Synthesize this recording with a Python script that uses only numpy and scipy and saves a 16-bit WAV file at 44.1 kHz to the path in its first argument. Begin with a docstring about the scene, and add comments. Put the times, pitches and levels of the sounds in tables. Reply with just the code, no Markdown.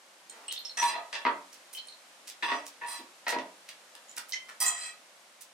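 """A small metal utensil scrapes a thin ringing bowl on a table in a small quiet room, a couple of metres away.
It also jingles on its own, knocks a clay pot and a heavy dull dish, and taps a saucer; fingers brush past and a
hand shifts on the table top. Each contact is a click with a chatter of small slips that drives the modes and
grit of a body, or only a band of noise for brushes, rustles, one soft thud on the dish and the bright hiss of
one hard bowl strike. The room echoes them; flame and room air hiss softly as noise."""
import sys
import numpy as np
from scipy import signal
from scipy.fft import rfft, irfft, next_fast_len
from scipy.io import wavfile

SR = 44100
rng = np.random.default_rng(int(sys.argv[2]) if len(sys.argv) > 2 else 0)


def transcribe(u):
    """Save the signal u as a 16-bit wav file named by the first command-line argument.

    u: samples, shape (n,) or (channels, n), limited to [-1, 1]; the rate is SR.
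    q: integer samples, one column per channel.
    """
    v = np.clip(np.atleast_2d(u).T, -1, 1)
    q = np.round(v * 32767).astype(np.int16)
    wavfile.write(sys.argv[1], SR, q)


def gain_from_decibels(decibels):
    """Convert decibel values to linear amplitude factors."""
    exponent = np.asarray(decibels, float) / 20
    return 10 ** exponent


N = 243873  # length of the scene, samples
SPAN = 1 << 15  # working length of one contact or echo, samples


def ring(f, hz, width):
    """One decaying resonance, gain 1 at its centre; a wider one dies sooner."""
    return 1j * f * width / (hz ** 2 - f ** 2 + 1j * f * width)


def slip_pushes(chance, slips_per_s, rise_s, first_db, chatter_s):
    """Stick and slip: a first click, then random pushes of very uneven size and either sign."""
    when, size, sign = chance
    after = np.arange(len(when)) / SR
    slips = (when < slips_per_s / SR) * -np.log(1 - size) * np.sign(sign - 0.5)
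    build_up = 1 - np.exp(-after / rise_s)
    come_to_rest = np.exp(-(after / chatter_s) ** 4)
    push = slips * build_up * come_to_rest
    push[0] = gain_from_decibels(first_db)  # over the mean slip size, before build-up
    return push


def struck_body(f, modes, pitch_hz, spot, favour_db, grit_db, grit_octaves):
    """Response of a body: paired modes, those near the favoured pitch louder, over a broad band of grit."""
    mode_hz, width, mode_db = np.reshape(modes, (-1, 3)).T
    gap, share = spot
    twin_hz, twin_gain, spot_db = 50, 0.5, 2
    # no pot is quite round: each mode has a weaker twin up to twin_hz away
    strong_hz = mode_hz[:, None]
    weak_hz = strong_hz + twin_hz * (2 * gap - 1)
    bank = ring(f, strong_hz, width[:, None]) + twin_gain * ring(f, weak_hz, width[:, None])
    near = np.exp(-(np.log2(mode_hz / pitch_hz) / 0.17) ** 2)
    uneven_db = spot_db * (2 * share[:, 0] - 3)  # each spot drives the modes unevenly, 2 to 6 dB down
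    gains = gain_from_decibels(mode_db + favour_db * near + uneven_db) * (-1) ** np.arange(len(mode_hz))
    # grit: the many small modes too dense to hear apart
    grit = gain_from_decibels(grit_db) * ring(f, pitch_hz, grit_octaves * pitch_hz)
    return gains @ bank + grit


def touch_colour(f, tilt_db, push_s):
    """Treble tilt in dB per octave above about 400 Hz; a longer, softer push damps all above 1 / push_s."""
    tilt = (1 + 1j * f / 400) ** (tilt_db / (20 * np.log10(2)))
    u = 1j * f * push_s
    return tilt / (1 + np.sqrt(2) * u + u ** 2) ** 3


def contacts(table, modes, slips_per_s, rise_s, first_db, favour_db, grit_db, grit_octaves, swell_s=1e-4):
    """Each contact clicks, chatters and rings the body; rows are start, level, pitch, chatter, tilt, push."""
    out = np.zeros(N + SPAN)
    f = np.fft.rfftfreq(SPAN, 1 / SR)
    t = np.arange(SPAN // 2) / SR
    chances = rng.random((len(table), 3, SPAN // 3))
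    spots = rng.random((len(table), 2, len(modes), 1))
    for row, chance, spot in zip(table, chances, spots):
        start_s, level_db, pitch_hz, chatter_s, tilt_db, push_s = row
        chatter_s = np.clip(chatter_s, 0.002, 0.22)
        push = slip_pushes(chance, slips_per_s, rise_s, first_db, chatter_s)
        body = struck_body(f, modes, pitch_hz, spot, favour_db, grit_db, grit_octaves)
        colour = touch_colour(f, tilt_db, push_s)
        sound = irfft(rfft(push, SPAN) * body * colour)[:SPAN // 2]
        sound = sound * (1 - np.exp(-(t / swell_s) ** 2))  # a glancing touch rings up gently
        sound = sound / np.sqrt(np.sum(sound ** 2) / (SR * (chatter_s + 0.03)))  # even loudness
        i = int(start_s * SR)
        out[i:i + SPAN // 2] += gain_from_decibels(level_db) * sound
    return out[:N]


# In every contact table level_db is relative, ahead of the room's common gain.
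# What the thin bowl rings with: pitch_hz [Hz], width_hz [Hz], level_db [dB, relative]
BOWL_MODES = [(721, 41, 4.5), (1035, 41, -5.5), (1261, 17, 10), (1935, 51, 10.5), (2360, 11, 4),
              (2570, 13.3, 11.5), (3248, 46, 6), (4050, 35, 7), (4945, 22.5, 4.5), (5905, 46, 6),
              (7135, 47, 4), (7360, 17, -4), (7670, 58, -1), (8250, 73, 6), (8680, 26, 4), (9060, 60, 3.5),
              (10230, 19, 2.5), (11080, 43, -4.5), (13600, 600, -6.5)]
# Utensil on the bowl: start_s [s], level_db [dB], pitch_hz [Hz, best driven], chatter_s [s], tilt_db [dB/octave]
BOWL_CONTACTS = [(0.771, -22.5, 5915, 0.032, 0.5), (0.813, -28.5, 4400, 0.1, 5.5),
                 (0.929, -31.5, 4050, 0.075, -10.5), (1.127, -40, 5060, 0.015, 3),
                 (2.4266, -40.5, 5000, 0.096, 5), (2.4832, -37.5, 5400, 0.12, -3),
                 (2.863, -35, 4640, 0.11, 2), (2.871, -37, 9570, 0.086, 20),
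                 (4.602, -18.5, 4945, 0.032, 14.5), (4.604, -26, 985, 0.1, -1.5),
                 (4.656, -16.5, 7135, 0.038, 9.5), (4.699, -30.5, 7720, 0.17, 0),
                 (4.774, -36, 4470, 0.12, 3)]


def bowl():
    """Hard metal on a thin bowl: short pushes and dense slips set many narrow modes ringing."""
    push_s = 9e-5
    table = [(*row, push_s) for row in BOWL_CONTACTS]
    return contacts(table, BOWL_MODES, slips_per_s=1500, rise_s=0.0022, first_db=6.5,
                    favour_db=15, grit_db=-24, grit_octaves=0.3)


# What the utensil rings with: pitch_hz [Hz], width_hz [Hz], level_db [dB, relative]
UTENSIL_MODES = [(3164, 76, 5), (3800, 136, -2), (4240, 48, 8.5), (5380, 35, 6.5)]
# Light touches of the utensil: start_s [s], level_db [dB], pitch_hz [Hz, own ring], chatter_s [s]
UTENSIL_JINGLES = [(0.297, -39.5, 8470, 0.0044), (0.296, -42.5, 6920, .01), (0.484, -32.5, 2896, 0.0039),
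                   (0.496, -33.5, 3100, 0.018), (0.513, -32.5, 3860, 0.0037), (0.535, -36.5, 3514, 0.072),
                   (0.577, -31, 4240, 0.004), (0.648, -33, 5380, 0.023), (0.65, -46, 3480, 0.017),
                   (0.695, -33, 4170, 0.0076), (0.481, -32.5, 8240, 0.0036), (0.586, -47, 12300, 0.024),
                   (1.87, -45.5, 8860, 0.018), (1.776, -36, 4130, 0.016), (1.885, -39, 4130, 0.0061),
                   (1.923, -42, 4000, 0.003), (4.084, -43, 6950, 0.047)]


def utensil():
    """The grip shifts the utensil's ring, so each jingle has a strong narrow pitch of its own."""
    tilt_db, push_cycles = -1, 0.42  # the push is counted in cycles of the jingle's pitch
    table = [(*row, tilt_db, push_cycles / row[2]) for row in UTENSIL_JINGLES]
    # here the "grit" is that narrow ring, as wide as 0.03 of its pitch
    return contacts(table, UTENSIL_MODES, slips_per_s=700, rise_s=0.00043, first_db=8,
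                    favour_db=21, grit_db=19, grit_octaves=0.03, swell_s=0.001)


# What the clay pot rings with: pitch_hz [Hz], width_hz [Hz], level_db [dB, relative]
POT_MODES = [(640, 29, -0.5), (844, 180, -1.5), (945, 27, 7.5), (1126, 14.3, 6.5), (1763, 52, 2.5),
             (2690, 105, 0.5), (3400, 164, -7.5)]
# Knocks on the pot, and one tiny bright tick at 3.95 s:
# start_s [s], level_db [dB], pitch_hz [Hz, best driven], chatter_s [s], push_s [s]
POT_KNOCKS_AND_TICK = [(0.774, -27, 1930, 0.018, 0.00011), (.816, -17.5, 945, 0.03, 0.000089),
                       (0.869, -29.5, 945, 0.099, 0.00017), (1.128, -27, 2000, 0.039, 0.00015),
                       (1.129, -43, 3400, 0.085, 0.00018), (1.207, -44, 3400, 0.023, 0.00021),
                       (2.425, -23, 940, 0.036, 0.00019), (2.429, -24, 3400, 0.0087, 0.00025),
                       (2.482, -22.5, 1110, 0.025, 0.00022), (2.813, -31.5, 1000, 0.023, 0.00031),
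                       (2.836, -32, 960, 0.017, 0.00026), (2.87, -38.5, 1110, 0.14, 0.000051),
                       (3.952, -42, 6000, 0.0022, 0.000084)]


def pot_knocks_and_tick():
    """A strong first click, a few low modes under wide grit; the push sets how soft each knock or tick is."""
    tilt_db = 2
    table = [(*row[:4], tilt_db, row[4]) for row in POT_KNOCKS_AND_TICK]
    return contacts(table, POT_MODES, slips_per_s=2200, rise_s=0.000043, first_db=11,
                    favour_db=10, grit_db=-12, grit_octaves=3.7)


# What the heavy dish rings with: pitch_hz [Hz], width_hz [Hz], level_db [dB, relative]
DISH_MODES = [(287, 8.7, -6.5), (636, 126, 1), (960, 49, 3.5), (1230, 150, -6.5), (1914, 91, -4.5),
              (2580, 44, -3.5), (4300, 65, -8)]
# Knocks on the dish: start_s [s], level_db [dB], pitch_hz [Hz, best driven], chatter_s [s], push_s [s]
DISH_HITS = [(1.251, -15.5, 1152, 0.022, 0.00025), (2.518, -23, 1303, 0.019, 0.00021),
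             (3.267, -22.5, 1790, 0.034, 0.00021), (3.326, -23.5, 694, 0.019, 0.00019),
             (3.352, -27.5, 287, 0.037, 0.00042), (3.387, -33, 4300, 0.01, 0.00016)]


def heavy_dish():
    """A strong first click on a heavy body: modes from a low pitch up, under wide grit and a dull tilt."""
    tilt_db = -0.5
    table = [(*row[:4], tilt_db, row[4]) for row in DISH_HITS]
    return contacts(table, DISH_MODES, slips_per_s=2000, rise_s=0.000095, first_db=11,
                    favour_db=10, grit_db=-10, grit_octaves=3.8)


# What the saucer rings with: pitch_hz [Hz], width_hz [Hz], level_db [dB, relative]
SAUCER_MODES = [(2070, 37, -3), (3100, 41, 12.5), (4290, 400, -12), (5420, 120, 6), (6160, 280, 5),
                (6970, 23, -6)]
# Taps on the saucer: start_s [s], level_db [dB], pitch_hz [Hz, best driven], chatter_s [s]
SAUCER_HITS = [(1.748, -35.5, 3100, 0.0061), (1.769, -32.5, 3100, 0.017), (4.322, -29.5, 4340, 0.018),
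               (4.332, -25.5, 2070, 0.014), (4.36, -37, 3100, 0.02)]


def saucer():
    """Short light taps ring the saucer with hardly any grit, chiefly the mode nearest the touch."""
    tilt_db, push_s = 0.5, 9e-5
    table = [(*row, tilt_db, push_s) for row in SAUCER_HITS]
    return contacts(table, SAUCER_MODES, slips_per_s=1100, rise_s=0.00012, first_db=1,
                    favour_db=19.6, grit_db=-40, grit_octaves=2)


# Short noise bands: finger brushes, and the bright hiss of the hard bowl strike at 4.6 s:
# start_s [s], level_db [dB], pitch_hz [Hz, centre of the noise], chatter_s [s]
SHORT_NOISES = [(0.522, -31, 7900, 0.0061), (1.521, -45, 5840, 0.03), (1.728, -38, 11800, 0.037),
                (2.271, -36, 5670, 0.032), (2.654, -39, 6600, 0.033), (3.276, -28, 4700, 0.044),
                (3.682, -38, 3400, 0.022), (4.164, -37.5, 8760, 0.0057), (4.178, -30.5, 6900, 0.0061),
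                (4.28, -42, 12000, 0.035), (4.601, -33, 13000, 0.024), (5.407, -41, 9100, 0.022)]


def brushes_and_strike_hiss():
    """Without modes, the slips are heard as a short broad band of noise."""
    tilt_db, push_s = -1.4, 5e-5
    table = [(*row, tilt_db, push_s) for row in SHORT_NOISES]
    return contacts(table, [], slips_per_s=1800, rise_s=0.0043, first_db=0,
                    favour_db=0, grit_db=0, grit_octaves=1)


# A hand shifting on the table top, and one soft low thud on the heavy dish at 2.99 s: # start_s [s], level_db
# [dB], pitch_hz [Hz, centre], chatter_s [s, length]
RUSTLES_AND_DISH_THUD = [(0.296, -45.5, 874, 0.18), (2.987, -45, 274, 0.02), (4.169, -34.5, 1620, 0.016),
                         (4.484, -38, 1360, 0.017)]


def rustles_and_dish_thud():
    """Dense slips with hardly a first click make a low rustle or a soft thud, a band of noise without modes."""
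    tilt_db, push_s = 1, 0.000062
    table = [(*row, tilt_db, push_s) for row in RUSTLES_AND_DISH_THUD]
    return contacts(table, [], slips_per_s=4000, rise_s=0.0061, first_db=-17,
                    favour_db=0, grit_db=0, grit_octaves=0.64)


def spaced_noise(size, centre_db=0):
    """Spectra of left and right noise: with centre_db 0, alike in the bass and unrelated in the treble."""
    wide_above_hz, wide_db = 1060, -1
    mid, side = rfft(rng.standard_normal((2, size)))
    ratio = (np.fft.rfftfreq(size, 1 / SR) / wide_above_hz) ** 2
    side = gain_from_decibels(wide_db) * side * ratio / np.sqrt(1 + ratio ** 2)
    mid = gain_from_decibels(centre_db) * mid
    return np.array([mid + side, mid - side])


def unit_energy(echo):
    """Scales a stereo echo so that its mean energy per side is 1."""
    return echo / np.sqrt(np.sum(echo ** 2) / 2)


def table_echo():
    """First bounces off the table top and the neighbouring pots, mostly from the sides: brief noise."""
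    decay_s, centre_db = 0.0025, -9
    t = np.arange(SPAN) / SR
    return unit_energy(irfft(spaced_noise(SPAN, centre_db)) * np.exp(-t / decay_s))


# How long the small room rings: pitch_hz [Hz], t60_s [s, time to fall 60 dB]
ROOM_DECAY = [(300, 0.43), (2000, 0.3), (12000, 0.12)]


def room_tail():
    """Dense echoes: noise in octave bands, each with its own decay, so the treble dies first."""
    t, f = np.arange(SPAN) / SR, np.fft.rfftfreq(SPAN, 1 / SR)
    pitch_hz, t60_s = np.transpose(ROOM_DECAY)
    noise, tail = spaced_noise(SPAN), 0
    for hz in 125 * 2.0 ** np.arange(8):
        t60 = np.interp(np.log(hz), np.log(pitch_hz), t60_s)
        octave = np.clip(1 - np.abs(np.log2((f + 1) / hz)), 0, 1)
        tail = tail + irfft(noise * octave) * gain_from_decibels(-60 * t / t60)
    tail = tail * np.clip((t - 0.002) / 0.008, 0, 1)  # fades in from 2 to 10 ms
    return unit_energy(tail)


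def room(x):
    """Direct sound from right of centre, then table bounces and the room's dense echoes."""
    right_db, table_db, tail_db, gain_db = 2, -1, -0.5, -14
    direct = np.array([x * gain_from_decibels(-right_db / 2), x * gain_from_decibels(right_db / 2)])
    echoes = gain_from_decibels(table_db) * table_echo() + gain_from_decibels(tail_db) * room_tail()
    return gain_from_decibels(gain_db) * (direct + signal.fftconvolve(direct, echoes, axes=1)[:, :N])


# Loudness of the hiss at the microphones: start_s [s], level_db [dB]
HISS_LEVEL = [(0.0, -57), (0.86, -54), (1.94, -55), (4.85, -55), (5.53, -57.5)]
# Colour of the hiss: pitch_hz [Hz], level_db [dB per Hz, relative]
HISS_SPECTRUM = [(30, 9), (220, -7), (460, -7), (520, 0), (800, -2), (2300, -6), (9000, -12), (12000, -19),
                 (14500, -27), (16000, -55)]


def hiss():
    """Flame and room air: smooth coloured noise whose level drifts slowly."""
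    size = next_fast_len(N)
    pitch_hz, colour_db = np.transpose(HISS_SPECTRUM)
    f = np.fft.rfftfreq(size, 1 / SR)
    colour = gain_from_decibels(np.interp(np.log(f + 1), np.log(pitch_hz), colour_db))
    air = irfft(spaced_noise(size) * colour, size)[:, :N]
    start_s, level_db = np.transpose(HISS_LEVEL)
    return air / np.std(air) * gain_from_decibels(np.interp(np.arange(N) / SR, start_s, level_db))


def scene():
    """All contacts sound through the room over the hiss."""
    metal_and_clay = bowl() + utensil() + pot_knocks_and_tick() + heavy_dish() + saucer()
    noises = brushes_and_strike_hiss() + rustles_and_dish_thud()
    return room(metal_and_clay + noises) + hiss()


def band_limit(x):
    """A steep low-pass at the top of the band."""
    return signal.sosfilt(signal.butter(12, 16100, fs=SR, output="sos"), x)


def record(dry):
    """A small microphone pair that rolls off the bass below 215 Hz and cuts the top above 15.9 kHz."""
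    bass_cut = signal.butter(4, 215, "high", fs=SR, output="sos")
    top_cut = signal.ellip(8, 0.2, 60, 15900, fs=SR, output="sos")
    thin = signal.sosfilt(bass_cut, dry)
    mix = signal.sosfilt(top_cut, thin)
    return band_limit(mix)


dry = scene()
out = record(dry)
transcribe(out)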